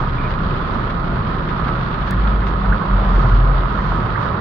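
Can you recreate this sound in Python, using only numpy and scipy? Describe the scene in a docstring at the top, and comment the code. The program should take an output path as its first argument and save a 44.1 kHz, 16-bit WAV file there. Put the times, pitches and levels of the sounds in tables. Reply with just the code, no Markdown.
"""Heavy rain on the glass and roof of a car rolling through night traffic: bursts of filtered noise and pings.
Coloured noise gives the road's rumble and the hiss of wet tyres at the right window, over a low engine hum.
Decaying tones make thuds over road seams; noise bursts make water gushes and fine spray on the panes.
Halfway through, a harmonic cabin boom surges up with a sinking pitch. Gliding tones make one thin squeak
and a few short chirps; a filtered impulse makes one dry tick.
"""
import sys
import numpy as np
from scipy import signal
from scipy.fft import rfft, irfft, next_fast_len
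from scipy.io import wavfile
from scipy.ndimage import uniform_filter1d

SR = 44100
rng = np.random.default_rng(int(sys.argv[2]) if len(sys.argv) > 2 else 0)


def dump(signal):
    """Clip the signal to [-1, 1] and save it as 16-bit WAV at the path in sys.argv[1]."""
    limited = np.clip(np.atleast_2d(signal).T, -1, 1)
    pcm = np.round(limited * 32767).astype(np.int16)
    wavfile.write(sys.argv[1], SR, pcm)


N = 194098
T = np.arange(N) / SR  # time in seconds

# Engine hum: its firing rate, and its level at the start with a steady decline
ENGINE_HZ, ENGINE_START_DB, ENGINE_FADE_DB_PER_S = 30.8, -23, 4

# Harmonics of the cabin boom: multiple, relative_level_db
BOOM_HARMONICS = [(1, 4), (2, -13), (3, -21)]
# Strength of the boom, joined by straight lines: time_s, level_db
BOOM_STRENGTH = [(2.0, -36.5), (2.12, -20.5), (2.2, -15), (2.45, -18), (2.62, -21.5), (2.71, -9),
                 (2.82, -32), (2.93, -12), (3.04, -19), (3.17, -10), (3.25, -16.5), (3.34, -9.5),
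                 (3.62, -17.5), (3.78, -31.5), (3.9, -16.5), (4.1, -30.5), (4.4, -40)]
# The boom's pitch sinks steadily, then settles
BOOM_FROM_S, BOOM_START_HZ, BOOM_SAG_HZ_PER_S, BOOM_END_HZ = 2.1, 51.64, 7.8, 43.66

# Spectrum of the body's sway: frequency_hz, level_db
SWAY_SPECTRUM = [(16, -11.5), (23, -11), (33, -14), (43, 9), (57, 2), (70, 5), (85, -9)]
# Spectrum of the body's shaking: frequency_hz, level_db
BODY_SPECTRUM = [(60, -11.5), (76, -5), (93, 1), (113, 3), (129, 3), (146, 2), (170, 2), (192, -0.5),
                 (215, -9.5), (240, -12.5)]
# Spectrum of the roar through the floor: frequency_hz, level_db
ROAR_SPECTRUM = [(170, -6.5), (222, 2), (300, -3), (365, -1.5), (450, -6.5)]
# Spectrum of water washing round the wheel arches: frequency_hz, level_db
WASH_SPECTRUM = [(380, -8.5), (480, -6.5), (600, -4), (760, -7), (1000, -8.5), (1400, -16)]
# Spectrum of tyre spray: frequency_hz, level_db
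SPRAY_SPECTRUM = [(520, -15), (800, -14), (980, 0.5), (1130, 0.5), (1205, 0.5), (1255, 5), (1305, -1),
                  (1430, -2.5), (1560, -11.5), (1900, -17), (2500, -28), (3500, -46.5)]
# Base levels, before the swells and the wetter stretch
SWAY_DB, BODY_DB, ROAR_DB, WASH_DB, SPRAY_DB = -27.5, -25.5, -30, -32.5, -23.5
# Rough patches that shake the body more, or less where negative: centre_s, length_s, rise_db
ROUGH_PATCHES = [(.08, 0.36, -0.5), (.47, 0.47, 3), (1.19, 0.54, 2.5), (2.2, 0.63, 2), (2.7, 0.46, 2.5),
                 (3.31, 0.48, 3), (3.64, 0.14, -2), (4.22, 1, 2.5)]
# Asphalt that sets the body or the air in the tyres droning: start_s, length_s, pitch_hz, level_db
ASPHALT_DRONES = [(1.627, 0.33, 128.6, -27.5), (2.066, 0.51, 198.6, -29), (2.517, 0.68, 196.6, -27.5),
                  (3.175, 0.6, 127.3, -26.5), (3.592, 0.34, 198.2, -31)]
DRONE_FADE_S, DRONE_WANDER_HZ = 0.069, 6.82
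# A wetter stretch of road: more spray, wash and sway, less roar
WET_FROM_S, WET_OVER_S = 2.53, 0.47
WET_SPRAY_DB, WET_WASH_DB, WET_ROAR_DB, WET_SWAY_DB = 2, 2.5, -1.5, 1
# Puddles under the tyres: centre_s, length_s, rise_db
PUDDLE_SWELLS = [(.74, 0.12, 3), (1.68, 0.51, 1.5), (2.28, 0.065, 3), (2.68, 0.22, 2.5), (3.25, 0.34, 1.4),
                 (4.25, 0.39, 0.7)]
# Smooth patches on which the treads sing out: centre_s, length_s, rise_db
TREAD_SWELLS = [(1.69, 0.16, 9), (3.21, 0.12, 2), (3.55, 0.16, 5), (4.11, .16, 9), (4.32, 0.19, 10.5)]
TREAD_HZ, TREAD_WANDER_HZ, TREAD_BELOW_MIST_DB = 1275, 25, -15

# Spectrum of struck glass: frequency_hz, level_db
GLASS_SPECTRUM = [(300, -0.5), (600, 8.5), (1000, 9), (1700, 9.5), (2300, 3.5), (2700, 2.5), (3400, 3),
                  (4200, -2), (4700, -5.5), (5300, -16), (6200, -25), (7400, -37.5), (9000, -55.5)]
# Duller rain on the right side: frequency_hz, gain_db
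RIGHT_RAIN_SHADE = [(500, -9), (1700, 2.5), (2500, -10.5), (3300, -10), (4500, -17), (7000, -14.5)]
# Heavy drops on the glass, as struck: start_s, splash_impulse_db, ping_pitch_hz, ping_level_db
HEAVY_DROPS = [(0.254, -32, 2420, -35), (.305, -25, 3300, -37), (.337, -26.5, 2440, -26),
               (0.4307, -32.5, 3330, -40), (.498, -40.5, 3400, -43), (.5398, -36, 3500, -26),
               (0.901, -25.5, 3300, -41), (1.0716, -42.5, 3200, -39), (1.385, -33, 3400, -34),
               (1.489, -25, 3400, -40), (1.646, -27.5, 3230, -38), (1.68, -22.5, 3300, -41),
               (1.7336, -33, 2570, -38.5), (1.939, -24, 3270, -40), (2.017, -29.5, 3230, -38),
               (2.0745, -27, 3760, -40), (2.272, -25.5, 3200, -31), (2.467, -25.5, 2460, -38),
               (3.094, -31, 3050, -40), (3.1585, -24, 3180, -32), (3.2162, -27.5, 3150, -29.5),
               (3.291, -31, 3090, -31), (4.001, -33.5, 2810, -40), (4.2244, -29, 2650, -43),
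               (4.2868, -31, 2780, -40)]
# Flurries of rain: centre_s, length_s, rise_db
RAIN_FLURRIES = [(1.9, 1.0, 1), (3.2, 0.68, 0.5)]
PATTER_DB, PING_T60_S, PING_ATTACK_S = -32.5, .025, .002

# Sheets of fine spray brushing the panes, before panning: centre_s, length_s, level_db
FINE_SHEETS = [(0.005, .1, -47.5), (0.304, .07, -50), (0.428, .06, -55), (0.74, 0.08, -55.5),
               (2.082, .08, -49), (2.48, 0.066, -47), (3.227, 0.61, -50.5), (3.866, 0.67, -52.5),
               (4.23, 0.21, -51.5)]
# Spectrum of fine spray: frequency_hz, level_db
SHEET_SPECTRUM = [(1700, 0), (3200, 4.5), (4600, -2.5), (5400, -10), (6400, -14), (7400, -25), (8500, -47)]

# Wheels thudding over road seams: start_s, pitch_hz, envelope_peak_db
SEAM_THUDS = [(.01, 126.4, -19.5), (0.123, 122.4, -19), (0.24, 121, -20.5), (1.186, 104, -21),
              (1.876, 129.4, -20.5), (2.682, 108.6, -20), (2.948, 95.3, -18), (3.247, 116, -14.5),
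              (3.324, 100.4, -12), (4.021, 117, -17.5), (4.179, 105, -17.5)]
THUD_RISE_S = 0.014

# Water slapping the wheel arch, as struck: start_s, impulse_db
ARCH_GUSHES = [(.02, -13), (.69, -15), (1.165, -13), (1.59, -10), (1.67, -10.5), (2.25, -15), (2.64, -11.5),
               (2.81, -7), (3.2475, -8.5), (3.295, -11), (3.915, -8.5), (4.06, -15)]
# Spectrum of a gush: frequency_hz, level_db
GUSH_SPECTRUM = [(450, -4), (750, -0.5), (1000, 5), (1300, 6.5), (1600, -3.5), (2400, -23.5)]
GUSH_T60_S = .16

# Partials of the squeak, before gating and panning: start_pitch_hz, level_db
SQUEAK_PARTIALS = [(2090, -47), (2330, -44.5)]
SQUEAK_AT_S, SQUEAK_S, SQUEAK_RISE_HZ_PER_S = .172, .125, 1200

TICK_S, TICK_IMPULSE_DB = 2.1099, -13.5

# Rising chirps at their source: start_s, length_s, start_pitch_hz, end_pitch_hz, level_db
RISING_CHIRPS = [(2.114, .03, 1600, 2200, -26), (2.413, .034, 1600, 2150, -26.5),
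                 (2.717, .026, 1400, 1950, -19), (3.783, .028, 1450, 2200, -23),
                 (4.151, .025, 1500, 2200, -22)]
# Dulling of the chirps through the door: frequency_hz, gain_db
DOOR_SHADE = [(1100, 4.5), (1700, -3), (2150, -9), (2400, -14)]
CHIRP_ROUGH_HZ, CHIRP_FIZZ_DB = 170, -3

HISS_DB, TOP_HZ = -79.5, 15700


def undb(db):
    """Amplitude ratio: twenty decibels are a factor of ten in gain."""
    return 10 ** (np.asarray(db) / 20)


def unit(x):
    """Normalisation: scale to a root-mean-square of 1."""
    return x / np.sqrt(np.mean(x ** 2))


def colour(x, points, skirt_db=30):
    """Minimum-phase filtering by (Hz, dB) points, falling by skirt_db an octave beyond both ends."""
    size = 2 ** 15
    hz, db = np.transpose(points)
    octave = np.log2(np.arange(size // 2 + 1) * SR / size + 1)
    knots = np.log2(hz)
    outside = np.abs(octave - np.clip(octave, knots[0], knots[-1]))
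    gain = undb(np.interp(octave, knots, db) - skirt_db * outside)
    # folding the cepstrum onto positive time makes the filter causal
    cepstrum = irfft(np.log(gain))
    cepstrum[1:size // 2] *= 2
    cepstrum[size // 2 + 1:] = 0
    response = irfft(np.exp(rfft(cepstrum)))
    padded = next_fast_len(N + size, True)
    return irfft(rfft(x, padded) * rfft(response, padded), padded)[..., :N]


def noise(points, channels=1):
    """Filtered white noise: independent channels share a spectrum but not a waveform."""
    return unit(colour(rng.standard_normal((channels, N)), points))


def all_round(points, diffuse):
    """Partial coherence: noise common to both sides plus a diffuse share unrelated between them."""
    return unit(noise(points) + diffuse * noise(points, channels=2))


def walk(rate):
    """Slow random modulation: stepped noise, smoothed twice, with a spread near 1."""
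    step = int(SR / rate)
    stepped = rng.standard_normal(N)[np.arange(N) // step]
    return 1.1 * uniform_filter1d(uniform_filter1d(stepped, step), step)


def turn(hz):
    """Phase as the time integral of frequency, in radians."""
    return 2 * np.pi * np.cumsum(hz) / SR


def pan(db):
    """Interaural level difference: left and right gains for a left-minus-right level."""
    return undb(np.array([[db], [-db]]) / 2)


def cabin(x, t60, wet_db):
    """Reverberation: direct sound plus dense, quickly dying reflections, different on each side."""
    t = T[:SR // 8]
    late = t > .001  # seconds before the first reflection
    tail = rng.standard_normal((2, len(t))) * undb(-60 * t / t60) * late
    response = undb(wet_db) * tail / np.sqrt(np.sum(tail ** 2, axis=1, keepdims=True))
    response[:, 0] += 1
    both = signal.fftconvolve(x * np.ones((2, 1)), response, axes=1)[:, :N]
    return both / np.sqrt(1 + undb(2 * wet_db))


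def held(start, length, fade):
    """Trapezoidal envelope: fades in, holds at 1 and fades out."""
    return np.clip(np.minimum(T - start, start + length - T) / fade, 0, 1)


def surge(start, length, attack):
    """Attack and decay: rises linearly to 1, then ebbs for the rest of its length."""
    age = T - start
    ebb = (length - age) / max(length - attack, .01)
    return np.clip(np.minimum(age / attack, ebb), 0, 1)


def swells(table):
    """Level modulation in dB: a sum of smooth cosine-squared humps (centre, length, rise)."""
    return sum(rise_db * np.cos(np.pi * np.clip((T - centre) / length, -.5, .5)) ** 2
               for centre, length, rise_db in table)


def wetness():
    """Gradual surface change: 0 on the first stretch of road, 1 on the wetter one."""
    return np.clip((T - WET_FROM_S) / WET_OVER_S, 0, 1)


def impacts(rows):
    """Impulsive excitation: one single-sample blow for each (s, dB) row."""
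    out = np.zeros(N)
    for start, db in rows:
        out[int(start * SR)] = undb(db)
    return out


def shower(per_s, spread_db, largest_db, channels):
    """Random arrivals: impulses of drops landing by chance, many small, a few large."""
    lands = rng.random((channels, N)) < per_s / SR
    size_db = spread_db * rng.exponential(size=(channels, N))
    return lands * undb(np.minimum(size_db, largest_db))


def splash(sizes, t60):
    """Incoherent addition: the energies of exponentially decaying noise bursts sum, not their amplitudes."""
    energy_kept = undb(-120 / (t60 * SR))  # per sample
    energy = signal.lfilter([1], [1, -energy_kept], sizes ** 2)
    return np.sqrt(energy) * rng.standard_normal(sizes.shape)


def ring(start, hz, t60):
    """Damped resonance: a softly struck mode dies away exponentially."""
    age = T[:SR // 10]
    onset = 1 - np.exp(-(age / PING_ATTACK_S) ** 2)
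    mode = onset * np.sin(2 * np.pi * hz * age) * undb(-60 * age / t60)
    return np.pad(mode, (int(start * SR), N))[:N]


def engine_hum():
    """Periodic firing: a low sine of slightly unsteady rate and level grows fainter."""
    hum = unit(np.sin(turn(ENGINE_HZ * (1 + 0.013 * walk(6.0)))))
    return hum * undb(ENGINE_START_DB - ENGINE_FADE_DB_PER_S * T + 1.1 * walk(7.9))


def cabin_boom():
    """Harmonic series: a deep fundamental and its overtones sink together and come in surges."""
    sinking = BOOM_START_HZ - BOOM_SAG_HZ_PER_S * (T - BOOM_FROM_S)
    phase = turn(np.clip(sinking, BOOM_END_HZ, BOOM_START_HZ))
    boom = unit(sum(undb(db) * np.sin(k * phase + 0.12 * (k - 1) * walk(13))
                    for k, db in BOOM_HARMONICS))
    return boom * undb(np.interp(T, *np.transpose(BOOM_STRENGTH)) + 0.8 * walk(18))


def asphalt_drones():
    """Narrow-band resonance: sines of wandering pitch and level fade in and out over patches of asphalt."""
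    out = np.zeros(N)
    for start, length, hz, db in ASPHALT_DRONES:
        tone = unit(np.sin(turn(hz + DRONE_WANDER_HZ * walk(25.11))))
        out += tone * undb(db + 1.7 * walk(22.3)) * held(start, length, DRONE_FADE_S)
    return out


def road():
    """Broadband excitation: asphalt sways and shakes the body and roars through the floor; water washes."""
    sway = all_round(SWAY_SPECTRUM, diffuse=0.25) * undb(SWAY_DB + WET_SWAY_DB * wetness())
    body = all_round(BODY_SPECTRUM, diffuse=0.065) * undb(BODY_DB + swells(ROUGH_PATCHES))
    roar_db = ROAR_DB + WET_ROAR_DB * wetness() + 1.8 * walk(12)
    roar = all_round(ROAR_SPECTRUM, diffuse=0.62) * undb(roar_db)
    wash_db = WASH_DB + WET_WASH_DB * wetness() + swells(PUDDLE_SWELLS) + 1.8 * walk(14)
    wash = all_round(WASH_SPECTRUM, diffuse=0.94) * undb(wash_db)
    return (sway + body + asphalt_drones()) * pan(.6) + roar * pan(-2.8) + wash * pan(-0.63)


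def spray(lag_s=0.00063, across_db=-20, scattered_db=-21, spatter_db=-1):
    """Interaural delay: singing treads and flung drops at the right reach the left later and weaker."""
    mist, scattered = noise(SPRAY_SPECTRUM, channels=2)
    drops = shower(per_s=350, spread_db=2.0, largest_db=7, channels=1)[0]
    spatter = unit(colour(drops, SPRAY_SPECTRUM))
    singing = np.sin(turn(TREAD_HZ + TREAD_WANDER_HZ * walk(80))) * undb(7.3 * walk(25))
    tread = undb(TREAD_BELOW_MIST_DB + swells(TREAD_SWELLS)) * unit(singing)
    right = unit(mist + undb(spatter_db) * spatter + tread)
    left = undb(across_db) * np.interp(T - lag_s, T, right) + undb(scattered_db) * scattered
    level_db = SPRAY_DB + WET_SPRAY_DB * wetness() + swells(PUDDLE_SWELLS) + 0.37 * walk(20)
    return np.array([left, right]) * undb(level_db)


def rain(ticks_db=-9):
    """Superposed impacts: countless small drops patter in flurries; heavy ones splash and ping the glass."""
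    fine_drops = shower(per_s=1800, spread_db=1.8, largest_db=13, channels=2)
    fine = unit(colour(splash(fine_drops, t60=0.04), GLASS_SPECTRUM))
    tick_drops = shower(per_s=120, spread_db=1.5, largest_db=5, channels=2)
    ticks = unit(colour(splash(tick_drops, t60=0.015), GLASS_SPECTRUM))
    patter_db = PATTER_DB + swells(RAIN_FLURRIES) + 1.0 * walk(26.63)
    patter = unit(fine + undb(ticks_db) * ticks) * undb(patter_db)
    blows = impacts([(start, db) for start, db, _, _ in HEAVY_DROPS])
    heavy = colour(splash(blows, t60=0.084), GLASS_SPECTRUM)
    pings = sum(undb(db) * ring(start, hz, PING_T60_S) for start, _, hz, db in HEAVY_DROPS)
    left, right = patter + cabin(heavy + pings, t60=0.01, wet_db=-6.5)
    return np.array([left, colour(right, RIGHT_RAIN_SHADE)])


def sheets():
    """Dense random impacts: clouds of tiny droplets brighten the patter, mostly on the left."""
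    droplets = shower(per_s=3800, spread_db=4.0, largest_db=7.5, channels=2)
    grains = unit(colour(splash(droplets, t60=0.011), SHEET_SPECTRUM))
    size = sum(undb(db) * swells([(centre, length, 1)]) for centre, length, db in FINE_SHEETS)
    return grains * size * pan(16)


def thuds():
    """Damped vibration: road seams knock the body; each knock swells and dies within a few cycles."""
    out = np.zeros(N)
    for start, hz, db in SEAM_THUDS:
        age = np.maximum(T - start, 0)
        envelope = age / THUD_RISE_S * np.exp(1 - age / THUD_RISE_S)
        out += undb(db) * envelope * np.sin(2 * np.pi * hz * age)
    return out


def gushes(across_db=-9):
    """Decaying turbulence: water slaps the right wheel arch as noise bursts, weaker on the left."""
    right = colour(splash(impacts(ARCH_GUSHES), t60=GUSH_T60_S), GUSH_SPECTRUM)
    return np.array([undb(across_db) * right, right])


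def squeak():
    """Inharmonic partials: two close, broken tones creep upward faintly on the left."""
    rise = SQUEAK_RISE_HZ_PER_S * np.clip(T - SQUEAK_AT_S, 0, SQUEAK_S)
    tone = np.zeros(N)
    for hz, db in SQUEAK_PARTIALS:
        partial = np.sin(turn(hz + rise + 100 * walk(400))) * undb(5 * walk(90))
        tone += unit(partial) * undb(db)
    return cabin(tone * held(SQUEAK_AT_S, SQUEAK_S, fade=.02), t60=.05, wet_db=-8) * pan(6)


def tick():
    """Impulse response: one filtered impulse gives a tiny, thin, dry tick in the centre."""
    return colour(impacts([(TICK_S, TICK_IMPULSE_DB)]), [(4000, 2.5), (16000, -3.5)], skirt_db=6)


def chirps():
    """Frequency modulation: quick tones glide upward on the right, roughened and wrapped in fizz."""
    hz, size = np.zeros(N), np.zeros(N)
    for start, length, start_hz, end_hz, db in RISING_CHIRPS:
        progress = (T - start) / length
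        sounding = (progress > 0) & (progress < 1)
        hz += sounding * (start_hz + (end_hz - start_hz) * progress)
        size += undb(db) * surge(start, length, attack=length / 3)
    # complex noise varies both the amplitude and the phase of the tone
    fizz = undb(CHIRP_FIZZ_DB) * (walk(900) + 1j * walk(900))
    carrier = np.exp(1j * turn(hz + CHIRP_ROUGH_HZ * walk(900)))
    glide = size * np.imag((1 + fizz) * carrier)
    return cabin(colour(glide, DOOR_SHADE), t60=.04, wet_db=-9) * pan(-8)


def scene():
    """Linear superposition: the sounds of all sources add at the two ears."""
    steady = engine_hum() + cabin_boom() + road() + spray() + rain()
    return steady + sheets() + thuds() + gushes() + squeak() + tick() + chirps()


def record(dry):
    """Band limitation: a very faint hiss joins and a steep low-pass removes the top."""
    hiss_spectrum = [(7000, -9.0), (9000, -22.0), (12000, 8.5), (16000, 5)]
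    hiss = all_round(hiss_spectrum, diffuse=1.0) * undb(HISS_DB)
    low_pass = signal.ellip(8, .2, 70, TOP_HZ, fs=SR, output="sos")
    return signal.sosfilt(low_pass, dry + hiss)


dry = scene()
out = record(dry)
dump(out)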